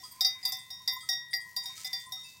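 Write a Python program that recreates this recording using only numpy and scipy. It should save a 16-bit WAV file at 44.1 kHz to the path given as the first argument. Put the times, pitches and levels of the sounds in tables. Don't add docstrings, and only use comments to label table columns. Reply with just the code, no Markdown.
import sys
import numpy as np
from scipy import signal
from scipy.fft import rfft, irfft
from scipy.io import wavfile

SR = 44100
rng = np.random.default_rng(int(sys.argv[2]) if len(sys.argv) > 2 else 0)


def wav_record(signal):
    frames = np.transpose(np.atleast_2d(signal))
    bounded = np.clip(frames, -1, 1)
    quanta = np.round(bounded * 32767).astype(np.int16)
    wavfile.write(sys.argv[1], SR, quanta)


N = 105840
TOP_HZ, CLONK_RISE_S = 15900, 0.0077


def undb(db):
    return 10 ** (np.asarray(db) / 20)


def clock():
    return np.arange(N) / SR


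def unit(x):
    return x / np.sqrt(np.mean(x ** 2) + 1e-20)


def decay(age, t60_s):
    return np.exp(-np.log(1000) * age / t60_s)


def colour(x, curve):
    hz, db = np.array(curve, float).T
    bins_hz = np.maximum(np.arange(N // 2 + 1) * SR / N, 1)
    gain = undb(np.interp(np.log(bins_hz), np.log(hz), db))
    return unit(irfft(rfft(x) * gain, N))


def noise(curve):
    return colour(rng.standard_normal(N), curve)


def drift(per_s):
    knots = rng.standard_normal(256)
    return np.interp(clock() * per_s, np.arange(len(knots)), knots)


def grains(per_s, spread_db):
    size = undb(spread_db * np.minimum(rng.exponential(size=N), 4))
    return (rng.random(N) < per_s / SR) * size * np.sign(rng.standard_normal(N))


def swells(rows):
    out = np.zeros(N)
    for start, length, db in rows:
        progress = np.clip((clock() - start) / length, 0, 1)
        out += undb(db) * np.sqrt(np.abs(np.sin(np.pi * progress)))
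    return out


def bursts(times, dbs, decay_s):
    out = np.zeros(N)
    for start, db in zip(times, dbs):
        first = int(start * SR)
        out[first:] += undb(db) * np.exp(-clock()[:N - first] / decay_s)
    return out


def mode(hz, times, dbs, t60s, rise_s=0.0007):
    sway_hz, flutter = 3.08, 0.1
    energy = np.zeros(N)
    for start, db, t60 in np.broadcast(times, dbs, t60s):
        first = int(start * SR)
        age = clock()[:min(int(t60 * SR), N - first)]
        envelope = undb(db) * (1 - np.exp(-age / rise_s)) * decay(age, t60)
        energy[first:first + len(age)] += envelope ** 2
    cycles = rng.random() + np.cumsum(hz + sway_hz * drift(per_s=14.35)) / SR
    return np.sqrt(energy) * (1 + flutter * drift(per_s=70)) * np.sin(2 * np.pi * cycles)


def cluster(hz, spread_hz, t60_s):
    age = clock()[:SR // 3]
    pitches = np.clip(hz + spread_hz * rng.standard_normal(14), 100, TOP_HZ)
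    return unit(np.sin(2 * np.pi * pitches[:, None] * age).sum(axis=0)) * decay(age, t60_s)


def close_bell():
    # start_s, ring_factor, body_db, shimmer_db, then per pair level_db, upper_lean_db
    blows = [ (.0, 1.1, -76, -86, -57, -4, -56, -20, -63, -3, -51, -16),
             (0.2076, 0.74, -32, -40.5, -46.5, 2, -24.5, 19, -20.5, 4, -27.5, 26),
             (0.2469, .9, -25, -46, -41.5, 17, -26, 28, -17, -18, -28.5, 3),
             (.429, 1.2, -67, -67, -51, 3, -56, -5, -36, 3, -62, 4),
             (0.4517, 0.92, -37.5, -40.5, -44, 15, -33, 2, -22, -10, -39, 12),
             (0.5209, 1.25, -33, -44, -48.5, 4, -36.5, -6.5, -35.5, 0, -39, -4),
             (0.7033, 1.7, -68, -54, -57, -6, -41.5, 26, -42.5, 12, -39.5, 3),
             (.876, 1.02, -42, -44.5, -38, 4.5, -28.5, 5.5, -23, -2.5, -27, -9),
             (1.089, 1.49, -33.5, -40.5, -35.5, -18.5, -30.5, 12, -30.5, -11, -25.5, 2),
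             (1.127, 0.88, -49, -52.5, -44, -36, -35.5, 10, -45, 5, -31, 12),
             (1.3313, 0.2, -55, -58, -30.5, 5, -34.5, -4, -27, -3, -42, -2),
             (1.3364, 0.84, -53, -49.5, -31.5, -9, -50, 7, -22.5, -10, -33, 8),
             (1.5642, 1.22, -50, -43.5, -45, -7.5, -37.5, 22, -27, -28, -36, -2),
             (1.657, 1.05, -59.5, -50, -72, 7, -35, 24, -38, 0, -38.5, 15),
             (1.846, 0.96, -47.5, -48.5, -42.5, 33, -37.5, -7, -31, 17, -41, 13),
             (1.9304, 1.11, -43, -48, -44, -10, -35, -25, -27.5, -27, -35, -4),
             (2.1208, 1.58, -47, -48.5, -54.5, 13, -35, 13.5, -50, -9, -37.5, 4)]
    # lower_hz, upper_hz, base_t60_s
    pairs = [(1909.7, 2018.4, 0.66), (3575, 3709, 0.39), (4763, 4963, 0.18), (5519, 5574, .2)]
    # pitch_hz, relative_db, t60_s
    body = [(5184, 0, .15), (5982, -6, .18)]
    # pitch_hz, relative_db
    shimmer = [(6352, -10), (6642, -9), (7046, -9), (7186, -3), (7870, -6), (8231, -6), (9307, -8),
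               (9533, -2), (9722, -8), (10518, -5), (10987, -3), (11870, -5), (12365, -4), (12666, -5),
               (12919, -2), (13108, -5), (13463, -6), (13878, -2), (14271, -4), (14599, -7), (15207, -5),
               (15552, -6)]
    # freq_hz, gain_db
    clank = [(400, -32), (1300, -22.5), (2300, -9.5), (3000, -16), (4200, 5.5), (5600, 3), (7000, -37),
             (16000, -27)]
    times, ring_factor, body_db, shimmer_db, *pair_columns = np.array(blows, float).T
    pair_dbs, lean_dbs = pair_columns[::2], pair_columns[1::2]
    twins = []
    for (lower_hz, upper_hz, base_t60), pair_db, lean_db in zip(pairs, pair_dbs, lean_dbs):
        lower_db = pair_db - 10 * np.log10(1 + undb(lean_db) ** 2)
        t60s = base_t60 * ring_factor
        lower = mode(lower_hz, times, lower_db, t60s)
        twins.append(lower + mode(upper_hz, times, lower_db + lean_db, t60s))
    out = sum(mode(hz, times, body_db + db, t60) for hz, db, t60 in body)
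    for hz, db in shimmer:
        scatter_db = 3.5 * rng.standard_normal(len(times))
        out += mode(hz, times, shimmer_db + db + scatter_db, t60s=0.1, rise_s=0.00035)
    out += mode(757, times, 0.34 * body_db - 31, t60s=0.17, rise_s=0.0066)
    out += bursts(times, np.max(pair_dbs, axis=0) - 15.5, decay_s=0.01) * noise(clank)
    crack = bursts(times, shimmer_db - 18, decay_s=0.00095)
    sizzle = bursts(times, shimmer_db - 5.5, decay_s=0.03)
    # freq_hz, gain_db
    contact = [(300, -12), (1500, 0), (2800, -16), (4500, 0.5), (7000, 7.5), (16000, 8)]
    out += (crack + sizzle) * noise(contact)
    return out + sum(twins[1:]) + twins[0] * undb([[2], [-2]])


def stir():
    # time_s, gain_db
    activity = [(0, 6), (.5, 1), (.85, 2.5), (1.05, 4), (1.28, -2.5), (1.5, 3.5), (1.9, 2.5), (2.4, 1.5)]
    times, dbs = np.array(activity, float).T
    return undb(np.interp(clock(), times, dbs))


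def grass():
    # start_s, length_s, level_db
    scuffs = [(.0, 0.082, -56.5), (.40, 0.19, -56.5), (1.60, 0.19, -54.5), (1.755, 0.11, -47),
              (1.856, 0.027, -40.5), (1.88, 0.2, -56), (2.12, 0.3, -59.5)]
    swishes = [(.12, 0.49, -62), (1.62, 0.42, -60.5)]
    # freq_hz, gain_db
    crunch_curve = [(300, -23), (1300, -18.5), (2300, -9.5), (3200, -6), (4600, 1.5), (7500, 1.5),
                    (11000, -9.5), (16000, -10)]
    swish_curve = [(500, -20), (1400, -12), (2250, 3.5), (3000, -18.5), (5000, -13.5), (12000, -45)]
    snap_curve = [(400, -36), (2000, -20), (5000, 1), (9000, -4), (12500, -1.5), (16000, 1)]
    stalks = grains(per_s=600, spread_db=2.8) + 0.082 * rng.standard_normal(N)
    crunch = swells(scuffs) * colour(stalks, crunch_curve)
    swish = swells(swishes) * noise(swish_curve)
    snaps = colour(grains(per_s=240, spread_db=2.6), snap_curve)
    return crunch + swish + undb(-65) * stir() * snaps


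def background():
    # freq_hz, gain_db
    rumble = [(25, -17), (50, -20), (80, -1), (115, 3.5), (165, -0.5), (240, -10), (400, -23.5), (800, -15),
              (1600, -22.5), (4000, -23)]
    hiss = [(300, 0.5), (1400, -8.5), (2300, 0), (3000, -8), (5000, 6), (9000, -3), (16000, -3.5)]
    return undb(-66) * noise(rumble) + undb(-65) * stir() * noise(hiss)


def far_herd():
    ring = cluster(hz=1011, spread_hz=23.8, t60_s=0.19)
    ring *= 1 - np.exp(-clock()[:len(ring)] / CLONK_RISE_S)
    strokes = grains(per_s=40, spread_db=1)
    return undb(-68.5) * unit(signal.fftconvolve(strokes, ring)[:N])


def far_bells():
    # start_s, pitch_hz, level_db, t60_s
    clonks = [(0.027, 1024, -38, 0.1), (0.043, 1265, -53, 0.15), (0.116, 1032, -54, 0.5),
              (.18, 1023, -49, 0.21), (0.206, 1270, -48, 0.11), (0.259, 1314, -54, .2),
              (0.346, 1035, -50, 0.21), (0.447, 998, -45, .18), (.48, 1250, -55, 0.16),
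              (0.514, 1040, -41.5, 0.11), (0.573, 1021, -43, 0.092), (0.653, 1040, -58, 0.38),
              (0.799, 1028, -51.5, 0.19), (.877, 1040, -47, 0.15), (.92, 1012, -39.5, 0.13),
              (.962, 1026, -30.5, 0.095), (1.024, 1288, -50.5, 0.23), (1.118, 1026, -42, 0.066),
              (1.236, 1037, -57, 0.095), (1.457, 1024, -49.5, 0.19), (1.566, 1023, -47, 0.22),
              (1.638, 967, -40, 0.077), (1.689, 1032, -44, 0.13), (1.773, 1302, -51.5, 0.19),
              (2.059, 1025, -45.5, 0.35), (2.09, 1019, -43, 0.13), (2.163, 1277, -56.5, 0.21),
              (2.243, 970, -68, 0.062)]
    twin_ratio, twin_db = 0.981, -11.5
    out = np.zeros(N)
    for start, hz, db, t60 in clonks:
        first = int(start * SR)
        age = clock()[:min(N - first, SR // 2)]
        tone = np.sin(2 * np.pi * (hz * age + rng.random()))
        twin = undb(twin_db) * np.sin(2 * np.pi * (hz * twin_ratio * age + rng.random()))
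        attack = 1 - np.exp(-(age / CLONK_RISE_S) ** 2)
        out[first:first + len(age)] += undb(db) * (tone + twin) * attack * decay(age, t60)
    return out


def small_bells():
    # pitch_hz, relative_db, t60_s
    low_modes = [(2630, 4.5, 0.93), (4620, 2.5, 0.52), (4900, -9, .7)]
    middle_modes = [(3288, -0.5, 0.38), (4647, -1, 0.59), (4874, 12, 0.15), (6500, -7.5, 0.46),
                    (7700, -2, 0.37), (8600, 4, 0.24), (8800, -16, 0.35), (9100, -12, 0.13)]
    high_modes = [(4950, 3, 0.32), (7060, 12, 0.062), (6900, -6, .2), (9100, 9, 0.074)]
    tiny_modes = [(7600, -5, 0.12), (8520, 0.5, 0.17), (8900, 2, .12), (9480, 2.5, 0.098)]
    # start_s, level_db
    low_strokes = [(.452, -64.5), (2.244, -56.5)]
    middle_strokes = [(0.035, -53), (.11, -57.5), (0.584, -59), (1.005, -54), (1.309, -63), (1.40, -59),
                      (1.774, -59.5), (1.99, -58)]
    high_strokes = [(.432, -60.5), (0.962, -58), (1.635, -52.5), (2.24, -55)]
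    tiny_strokes = [(.075, -61), (.587, -52), (.617, -57), (1.03, -56), (1.308, -54), (1.411, -56),
                    (2.06, -51)]
    out = np.zeros(N)
    for modes, strokes in [(low_modes, low_strokes), (middle_modes, middle_strokes),
                           (high_modes, high_strokes), (tiny_modes, tiny_strokes)]:
        times, stroke_db = np.array(strokes).T
        for hz, db, t60 in modes:
            scatter_db = 2 * rng.standard_normal(len(times))
            out += mode(hz, times, stroke_db + db + scatter_db, t60, rise_s=0.003)
    return out


def hanger():
    # start_s, length_s, level_db
    jingles = [(0.111, 0.017, -50.5), (0.254, 0.044, -42), (0.477, 0.028, -42), (0.569, 0.016, -40),
               (0.908, .045, -43.5), (1.34, 0.043, -51), (1.117, 0.019, -47.5), (1.978, 0.025, -54.5)]
    t60_s = 0.06
    ring_energy = SR * t60_s / (2 * np.log(1000))
    taps = unit(grains(per_s=220, spread_db=2)) / np.sqrt(ring_energy)
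    out = np.zeros(N)
    for jingle in jingles:
        ring = cluster(hz=13800, spread_hz=880, t60_s=t60_s)
        out += signal.fftconvolve(taps * swells([jingle]), ring)[:N]
    return out


def hillside(x):
    delay_s, return_db = 0.015, -15.5
    age = clock()[:SR]
    tail = rng.standard_normal(SR) * decay(age, t60_s=0.24) * (age > delay_s)
    tail /= np.sqrt(np.sum(tail ** 2))
    return undb(return_db) * signal.fftconvolve(x, tail)[:N]


def scene():
    herd = close_bell() + grass() + far_herd() + far_bells() + small_bells() + hanger()
    width = undb(-22.5) * background() * np.array([[1], [-1]])
    return herd + hillside(herd.mean(axis=0)) + background() + width


def record(dry):
    lowpass = signal.ellip(10, 0.2, 70, TOP_HZ, fs=SR, output="sos")
    return signal.sosfilt(lowpass, dry)


dry = scene()
out = record(dry)
wav_record(out)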